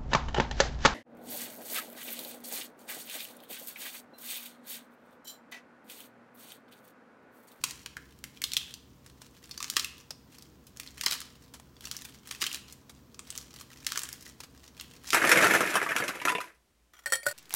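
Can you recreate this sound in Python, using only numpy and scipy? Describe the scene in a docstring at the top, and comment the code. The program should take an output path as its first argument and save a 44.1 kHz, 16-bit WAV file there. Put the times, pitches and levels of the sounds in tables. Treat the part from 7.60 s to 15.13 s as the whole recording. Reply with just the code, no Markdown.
"""Tearing crisp lettuce

Crisp lettuce is torn by hand over a plastic salad bowl in a quiet kitchen.
Ribs and veins snap as short runs of noise impulses, each ringing a flap of leaf.
Between the snaps the bent leaf crinkles: random tiny ticks that swell with every bend.
Torn pieces drop on the heap as soft noise bursts, the room answers with early echoes
and a short noise tail, and filtered noise and wavering sines make the air and appliance hum."""
import sys
import numpy as np
from scipy import signal
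from scipy.fft import rfft, irfft
from scipy.io import wavfile
from scipy.ndimage import uniform_filter1d

SR = 44100
rng = np.random.default_rng(int(sys.argv[2]) if len(sys.argv) > 2 else 0)


def unload_audio(sound):
    """Save the sound as a 16-bit wav file, at the path given as the first command line argument."""
    columns = np.transpose(np.atleast_2d(sound))
    # keep every value between -1 and 1, then stretch to whole-number steps
    steps = np.round(np.clip(columns, -1, 1) * 32767)
    wavfile.write(sys.argv[1], SR, steps.astype(np.int16))


N = 332073  # length in samples

# spectrum of the room's air, shape only: f/Hz, level/dB
AIR_SPECTRUM = [(20, -35.5), (42, -11.5), (65, 2.5), (100, -6), (250, -3), (400, -11), (700, -19),
                (1100, -18.5), (2000, -27), (6000, -29), (10500, -37.5), (15500, -30)]
# appliance hum lines: f/Hz, rms level/dB
HUM_LINES = [(67.5, -69.5), (131.5, -66), (263.8, -70), (474, -74.5), (1007, -80.5)]
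# the kitchen's decay time to -60 dB: f/Hz, t60/s
KITCHEN_DECAY = [(200, 0.44), (1000, 0.48), (3000, 0.5), (6000, 0.39), (10000, 0.35), (16000, 0.28)]
# one reflection off the counter: delay/s, gain
COUNTER_ECHO = (0.001213, 0.057)
# single reflections off the counter and the cupboards: delay/s, gain
CUPBOARD_ECHOES = [(.0062, 0.23), (.0095, 0.14), (0.0111, 0.079), (0.0136, 0.069)]
# pieces landing on the heap: t/s, energy level/dB, settling time/s, piece resonance f/Hz, its height/dB
LANDINGS = [(1.462, -25.5, 0.0036, 3000, -1), (1.498, -30.5, 0.0034, 3500, 6),
            (1.617, -21.5, 0.0044, 2000, -5), (2.5061, -10.5, 0.0041, 4960, 8),
            (3.938, -18, 0.016, 3000, 0), (3.998, -25.5, 0.0027, 5100, -5), (5.295, -21, 0.01, 3980, 2),
            (6.803, -15.5, 0.005, 5150, 3.5), (6.835, -19, 0.0087, 1974, -1)]
# spectrum of a landing, shape only: f/Hz, level/dB
HEAP_SPECTRUM = [(80, -9), (300, -7.5), (700, -3), (1400, -3), (2500, -4), (5200, -2.5), (9000, -6.5),
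                 (15500, -15.5)]
# each bend of a leaf, in the fingers or as it settles in the bowl:
# start t/s, length/s, level/dB (before the crinkle's trim)
LEAF_BENDS = [(0.054, 0.063, -48), (0.129, 0.12, -59.5), (0.453, 0.086, -65), (0.746, 0.022, -60),
              (0.931, 0.18, -56), (1.469, 0.017, -60), (1.629, 0.035, -57.5), (1.739, 0.052, -61.5),
              (1.836, 0.12, -55.5), (2.023, .12, -52), (2.176, 0.048, -44.5), (2.385, 0.023, -56),
              (2.721, 0.033, -54), (2.771, 0.095, -64), (3.176, 0.14, -55), (3.376, 0.068, -51),
              (3.496, 0.044, -37), (3.575, 0.18, -60), (3.815, 0.048, -62.5), (4.234, 0.04, -49.5),
              (4.33, 0.16, -52.5), (4.529, 0.054, -61), (4.678, 0.086, -48), (4.824, .14, -46),
              (5.091, 0.039, -55.5), (5.34, 0.044, -66), (5.678, 0.16, -51), (5.92, .11, -52),
              (6.106, .145, -55.5), (6.281, 0.18, -45), (6.492, 0.073, -54), (6.621, 0.072, -53),
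              (6.811, .035, -58), (6.946, .07, -62.5), (7.037, 0.042, -55), (7.173, 0.092, -56.5),
              (7.312, 0.062, -56), (7.443, 0.089, -46.5)]
# spectrum of the crinkle, shape only: f/Hz, level/dB
CRINKLE_SPECTRUM = [(200, -25), (700, 1), (1300, 3.5), (3000, 1.5), (6000, 2.5), (10000, -4), (15500, -4)]
# ribs and veins that stand out of the crinkle, tear by tear; thin veins pop as the leaf is folded:
# t/s, energy level/dB, crack length/ms, leaf resonance f/Hz, its height/dB, body/dB, crispness/dB
RIB_SNAPS = [ (0.0391, 1.5, 2.8, 8100, 2.5, 11, 3.5), (0.109, -15, 0.2, 9000, 1, -4, 6),
             (0.261, -12, 0.28, 2590, 2, 10, -2.5), (0.3682, -12, 0.15, 1710, 14.5, 18.5, 4),
             (0.5893, -33.5, 0.084, 6000, 0, 2, 12), (0.6406, -12.5, 0.077, 2090, 8, 8.5, 6.5),
             (0.7731, -26, 1, 2800, 10, 6, -3), (0.8184, -8.5, 0.2, 2000, 19, -3.5, 8.5),
             (0.8399, 0, 0.31, 3670, 9, 0.5, 5.5), (0.9188, -10, 0.4, 3640, 10, -2, 1),
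             (0.9348, -5, 0.43, 2240, 4.5, -15, -0.5), (0.968, 3.5, 0.35, 3230, 13, 0.5, 1.5),
             (0.9737, -8.5, 0.9, 3090, -14, -7, 1), (1.1402, -15, 0.66, 2500, 2, -16, -2),
             (1.9116, -14, 2.8, 4530, 11, 3, 2), (1.977, -12, 1.7, 5140, 16, 17, 10),
             (2.0037, -11, 1.3, 1180, 13.5, 4, -2), (2.0274, -8, 0.68, 7150, 7, 9, 0),
             (2.043, -9.5, 0.25, 6080, 7, 11, -1), (2.1002, -4, 0.1, 1260, 11, -14, 3.5),
             (2.161, -15, 0.35, 3090, 5, -5, 0), (2.167, 5, 1.3, 1310, 4, 5.5, -3),
             (2.178, -13, 1.1, 1690, 8, 16, 5), (2.1956, -3, 2.4, 4570, 3, -4, 0),
             (2.2455, -5.5, 0.92, 2500, 13, -1, 6), (2.381, -28, 0.2, 3670, 18, 3, 15),
             (2.785, -24.5, 0.23, 4740, 17, 26, 24), (2.824, -25, 0.2, 4740, 8, 1.5, 11),
             (3.068, -26, 7, 8000, -2, 1, 9), (3.172, -21, 0.18, 6700, 7, -1, 6),
             (3.199, -11.5, 0.1, 2320, 6, 6, 7), (3.2745, -19.5, 0.15, 4200, 14, 3, -1),
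             (3.4116, -6, 0.35, 1990, 10, -4, 1), (3.4359, -7.5, 4.3, 5000, 5, 15, 4),
             (3.4618, 4, 1.3, 4630, 11, 4, 6.5), (3.466, -3.5, 0.58, 1740, 5, 18, -11),
             (3.4824, -6.5, 0.22, 1130, 24, -18, -13), (3.5113, -3, 1.1, 4150, 11, 14, 10),
             (3.5221, -5.5, 2, 4190, 7, 16.5, 5), (3.53, -7.5, 0.91, 1250, 20, -9, -2),
             (3.604, -15, 0.25, 9000, 5, 14, 9), (3.6162, -16, 0.98, 1290, 17, -9, -4),
             (4.1668, -31, 1.7, 4000, 8, 6, -5), (4.2084, -23, 0.37, 3690, 15, 19, 17),
             (4.254, -13, 2.5, 5500, 9, 2, 4), (4.2718, -18.5, 1.2, 2980, 7, 21, 5),
             (4.3135, -8, 0.44, 1040, 8, -3.5, 0), (4.3669, -12, 0.33, 5510, 10, 3, 11),
             (4.42, -20, 1.9, 3320, 5, 14, 6), (4.45, -16, 5, 3600, 7, 17, 13),
             (4.7115, -9.5, 0.72, 7530, 5.5, 11.5, -2), (4.811, -13, 4.5, 3440, 2, -1, 3),
             (4.8172, -4.5, 1, 2520, 3, 4, -3), (4.822, -2.5, 1.1, 2410, 4, 7, 2),
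             (4.8267, -7, 0.79, 1310, -1, 16.5, -2), (4.8402, -5, 0.43, 1460, 15, -10, -8),
             (4.8659, -3.5, 2.3, 2830, 11.5, 0, 3.5), (4.9153, -14, 0.63, 2700, 25, 0, 11),
             (4.9284, -11.5, 1.8, 2880, -4, -11, 6), (4.9454, -8, 0.9, 2880, 3.5, 4, 4.5),
             (4.9533, -15, 0.2, 3780, 20, 9, 9), (5.1248, -20, 2.7, 7200, 3, -4, 12),
             (5.5448, -26, 0.14, 5500, 7, 9, 2), (5.5931, -15, 0.23, 8200, 11.5, 14.5, -2.5),
             (5.704, -11.5, 0.14, 8090, 11.5, -1, 0.5), (5.7769, -9.5, 0.22, 6200, 9, 0, 11),
             (6.0114, -18.5, 1.7, 4260, 5, 17, 9), (6.247, -22.5, 0.23, 6770, 2, 2, -2),
             (6.2666, -1, 0.2, 1710, 6.5, -3.5, 0.5), (6.3202, -6, 0.2, 1350, 19, -4, 0),
             (6.358, -9, 2.3, 1530, 15, 6, 0), (6.3749, -2.5, 0.81, 5950, 8.5, 17, 8),
             (6.392, -8.5, 1.8, 2980, 3, -8, 7), (6.434, -9.5, 0.18, 8090, 10, 12, 11),
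             (6.4896, -14.5, 0.23, 1600, 12, -1, 8.5), (6.5287, -12.5, 0.18, 5300, 10, 16, 19),
             (6.61, -26.5, 0.17, 2240, -2, -11, 6), (6.625, -23.5, 2.6, 4940, 6, 1, 15),
             (7.1984, -15.5, 0.17, 1290, 22, -21, -15), (7.2107, -14.5, 0.56, 2800, 10, 8, 10.5),
             (7.472, -15.5, 9.5, 5660, 10, 14, 7), (7.5048, -4, 0.16, 2880, 2.5, -3, -0.5),
             (7.5245, -8.5, 2.1, 4060, 3, 5.5, 3)]
# spectrum of a snap, shape only: f/Hz, level/dB
LEAF_SPECTRUM = [(100, -24), (250, -24), (370, -16), (520, -28.5), (800, -23.5), (1150, -8), (1480, -9),
                 (1900, -6.5), (3000, -1), (5200, 0), (7200, -3), (10500, -9.5), (15500, -13)]

HOLD_DB = -72.5  # a leaf that is only held, on the same scale as the bends
BEND_ATTACK_S, BEND_RELEASE_S = 0.024, 0.019
VEINS_DB, VEIN_SCATTER_DB = -5, 2.5  # small veins' rms level re the bend's, and scatter between veins
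LEAD = 128  # samples of lead-in before the main break
GRAIN = 1024  # samples in a crack or an impulse response


def amp(db):
    """Turns dB into an amplitude factor."""
    return 10 ** (np.asarray(db) / 20)


def evened(x):
    """Scales to rms 1."""
    return x / np.sqrt(np.mean(x ** 2) + 1e-20)


def unit(x):
    """Scales to energy 1."""
    return x / np.sqrt(np.sum(x ** 2) + 1e-20)


def read(points, hz):
    """Reads a curve on a log-frequency axis."""
    f, value = np.transpose(points)
    return np.interp(np.log(hz + 1), np.log(f + 1), value)


def add(mix, s, sound):
    """Mixes a sound in at time s."""
    part = mix[max(round(s * SR), 0):][:len(sound)]
    part += sound[:len(part)]


def bins(size):
    """Frequencies in Hz of a real spectrum."""
    return np.fft.rfftfreq(size, 1 / SR)


def ring(db):
    """Builds the minimum-phase impulse response with this dB spectrum: energy comes as early as it can."""
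    log_gain = np.log(amp(np.r_[db, db[-2:0:-1]]))
    return np.fft.ifft(np.exp(np.conj(signal.hilbert(log_gain)))).real


def drift(hz):
    """Makes slow random motion of rms 1, up to about hz."""
    spectrum = rfft(rng.standard_normal(N)) / (1 + (bins(N) / hz) ** 4)
    return evened(irfft(spectrum, N))


def background(air_db=-58.5, waver=0.28, waver_hz=31, wander_hz=1.467, wander_rate_hz=4.2):
    """Rumble and hiss of the room, with appliance lines that waver in level and wander in pitch."""
    air_spectrum = rfft(rng.standard_normal(N)) * amp(read(AIR_SPECTRUM, bins(N)))
    out = amp(air_db) * evened(irfft(air_spectrum, N))
    for hz, db in HUM_LINES:
        turns = np.cumsum(hz + wander_hz * drift(wander_rate_hz)) / SR
        line = (1 + waver * drift(waver_hz)) * np.sin(2 * np.pi * turns)
        out += amp(db) * evened(line)
    return out


def kitchen(x, wet_db=-10.5, first_s=0.0017, build_s=0.0035, count=4):
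    """A dense noise tail whose treble dies first; random tails trade places at fixed rates to keep it smooth."""
    t, out = np.arange(SR * 3 // 4) / SR, np.zeros(N)
    for k in range(count):
        hz, at, z = signal.stft(rng.standard_normal(len(t)), SR, nperseg=256)
        decay = 1e-3 ** (at / read(KITCHEN_DECAY, hz)[:, None])
        tail = signal.istft(z * decay, SR, nperseg=256)[1][:len(t)]
        build = 1 - np.exp(-np.maximum(t - first_s, 0) / build_s)
        # one quadrature pair of tails turns at 3 Hz, the other at 7 Hz
        turn_hz = 3 + 4 * (k // 2)
        turn = 2 * np.pi * turn_hz * np.arange(N) / SR + k * np.pi / 2
        feed = x * np.cos(turn) * np.sqrt(2 / count)
        out += signal.oaconvolve(feed, unit(tail * build))[:N]
    return amp(wet_db) * out


def cupboards(x):
    """The first single reflections: plain delayed, quieter copies."""
    out = np.zeros(N)
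    for s, gain in CUPBOARD_ECHOES:
        add(out, s, gain * x)
    return out


def flap(hz, centre_hz, width_octaves=0.28):
    """The resonance peak (0-1) of a loose flap of leaf, bell-shaped over octaves."""
    return np.exp(-.5 * (np.log2((hz + 1) / centre_hz) / width_octaves) ** 2)


def drops(rustle=0.17, rustle_s=0.012, rise_s=0.00033):
    """A piece slaps the heap softly, then slides to rest: decaying noise coloured by heap and piece."""
    out, t, hz = np.zeros(N), np.arange(SR // 6) / SR, bins(GRAIN)
    for s, db, settle_s, flap_hz, flap_db in LANDINGS:
        slap = np.exp(-t / max(settle_s, 1e-3))
        slide = rustle * np.exp(-t / rustle_s)
        contact = (1 - np.exp(-t / rise_s)) * (slap + slide)
        touches = rng.standard_normal(len(t)) * contact
        colour = ring(read(HEAP_SPECTRUM, hz) + flap_db * flap(hz, flap_hz))
        add(out, s, amp(db) * unit(signal.fftconvolve(touches, colour)))
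    return out


def crack(length_ms, cells_per_s=9000, cell_size=0.37, scatter=0.35, scatter_s=0.0018, lead_in=0.042,
          lead_in_s=0.00089):
    """A faint noise lead-in, the break, then a run of cells bursting; counter and bowl scatter the sound."""
    t = (np.arange(GRAIN) - LEAD) / SR
    size, chance, spray = rng.standard_normal(len(t)), rng.random(len(t)), rng.standard_normal(len(t))
    bursts = cell_size * (chance < cells_per_s / SR) * np.exp(-abs(t) / (max(length_ms, .05) * 1e-3))
    swell = lead_in * np.exp(-abs(t) / lead_in_s)
    cells = size * np.where(t < 0, swell, bursts)
    cells[LEAD] = 1  # the break itself
    near = scatter * spray * np.exp(-(t - t[0]) / scatter_s)
    near[0] = 1  # the direct sound
    delay_s, gain = COUNTER_ECHO
    add(near, delay_s, np.array([gain]))
    # each crack keeps its own fine ripple, while its broad colour comes from the leaf
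    z = rfft(signal.fftconvolve(cells, near)[:len(t)])
    broad = np.sqrt(uniform_filter1d(abs(z) ** 2, size=27) + 1e-9)
    return unit(irfft(z / broad))


def bending():
    """The crinkle's amplitude over time: a bend swells in, keeps an even pressure and lets go."""
    t, power = np.arange(N) / SR, amp(HOLD_DB) ** 2
    for start, length, db in LEAF_BENDS:
        before, after = np.maximum(start - t, 0), np.maximum(t - start - length, 0)
        swell = np.exp(-before / BEND_ATTACK_S - after / BEND_RELEASE_S)
        power = power + (amp(db) * swell) ** 2
    return np.sqrt(power)


def crinkle(ticks_per_s=700, spread_db=5.5, trim_db=-3.0, flap_db=9, clump_db=1.0, clump_hz=31, spots=16):
    """Tiny cracks come in clumps all over the bent leaf, each spot with its own resonance."""
    hz, out = bins(GRAIN), np.zeros(N)
    for flap_hz in np.geomspace(1500, 10000, spots):
        colour = ring(read(CRINKLE_SPECTRUM, hz) + flap_db * flap(hz, flap_hz))
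        tick = unit(signal.fftconvolve(crack(length_ms=0.51), colour))
        at = np.flatnonzero(rng.random(N) < ticks_per_s / spots / SR)
        sizes = amp(spread_db * np.minimum(rng.exponential(1, len(at)), 4))
        for s, size in zip(at / SR, sizes):
            add(out, s, size * tick)
    clumped = evened(out * amp(clump_db * drift(clump_hz)))
    return amp(trim_db) * bending() * clumped


def veins(shortest_ms=0.31, longest_ms=3.8, low_hz=1900, high_hz=6000, flap_db=7, body_db=8, crisp_db=4,
          count=4):
    """A few small veins break at uneven intervals in each bend and share its energy; rows as in RIB_SNAPS."""
    rows = []
    for start, length, db in LEAF_BENDS:
        when, long, pitch = rng.random((3, count))
        times = start + length * (np.arange(count) + when) / count
        share_db = 10 * np.log10(length * SR / count)  # from rms level to energy per vein
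        levels = db + VEINS_DB + share_db + VEIN_SCATTER_DB * rng.standard_normal(count)
        lengths = shortest_ms * (longest_ms / shortest_ms) ** long
        flaps = low_hz * (high_hz / low_hz) ** pitch
        rows += [(*vein, flap_db, body_db, crisp_db) for vein in zip(times, levels, lengths, flaps)]
    return rows


def snaps(ripple_share=0.57):
    """Each crack rings the flap of leaf beside it: body lifts the lows, crispness the highs.
    Returns what reaches the listener straight and what spreads into the room."""
    hz, straight, spread = bins(GRAIN), np.zeros(N), np.zeros(N)
    low, high = read([(1000, 1), (4000, 0)], hz), read([(4000, 0), (12000, 1)], hz)
    for s, db, length_ms, flap_hz, flap_db, body_db, crisp_db in RIB_SNAPS + veins():
        colour_db = read(LEAF_SPECTRUM, hz) + flap_db * flap(hz, flap_hz)
        colour_db = colour_db + body_db * low + crisp_db * high
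        burst = crack(length_ms)
        direct = unit(signal.fftconvolve(burst, ring(colour_db)))
        add(straight, s - LEAD / SR, amp(db) * direct)
        # summed over all directions, the crack's ripple is milder
        ripple_db = ripple_share * 20 * np.log10(abs(rfft(burst)) + 0.00088)
        add(spread, s, amp(db) * unit(ring(colour_db + ripple_db)))
    return straight, spread


def scene(heap_room_db=-5):
    """The lettuce, its echo in the kitchen and the room's own sound."""
    (straight, spread), crinkling, landings = snaps(), crinkle(), drops()
    near = straight + crinkling
    # the bowl's wall holds back part of a landing from the room
    room = kitchen(spread + crinkling + amp(heap_room_db) * landings)
    return (near + landings + cupboards(near) + room + background())[None]


def record(dry, edge_hz=15950):
    """Cuts the top of the band steeply with a linear-phase low-pass."""
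    lowpass = signal.firwin(511, edge_hz, window=("kaiser", 9), fs=SR)
    return signal.oaconvolve(dry, lowpass[None], "same")


dry = scene()
out = record(dry)
unload_audio(out)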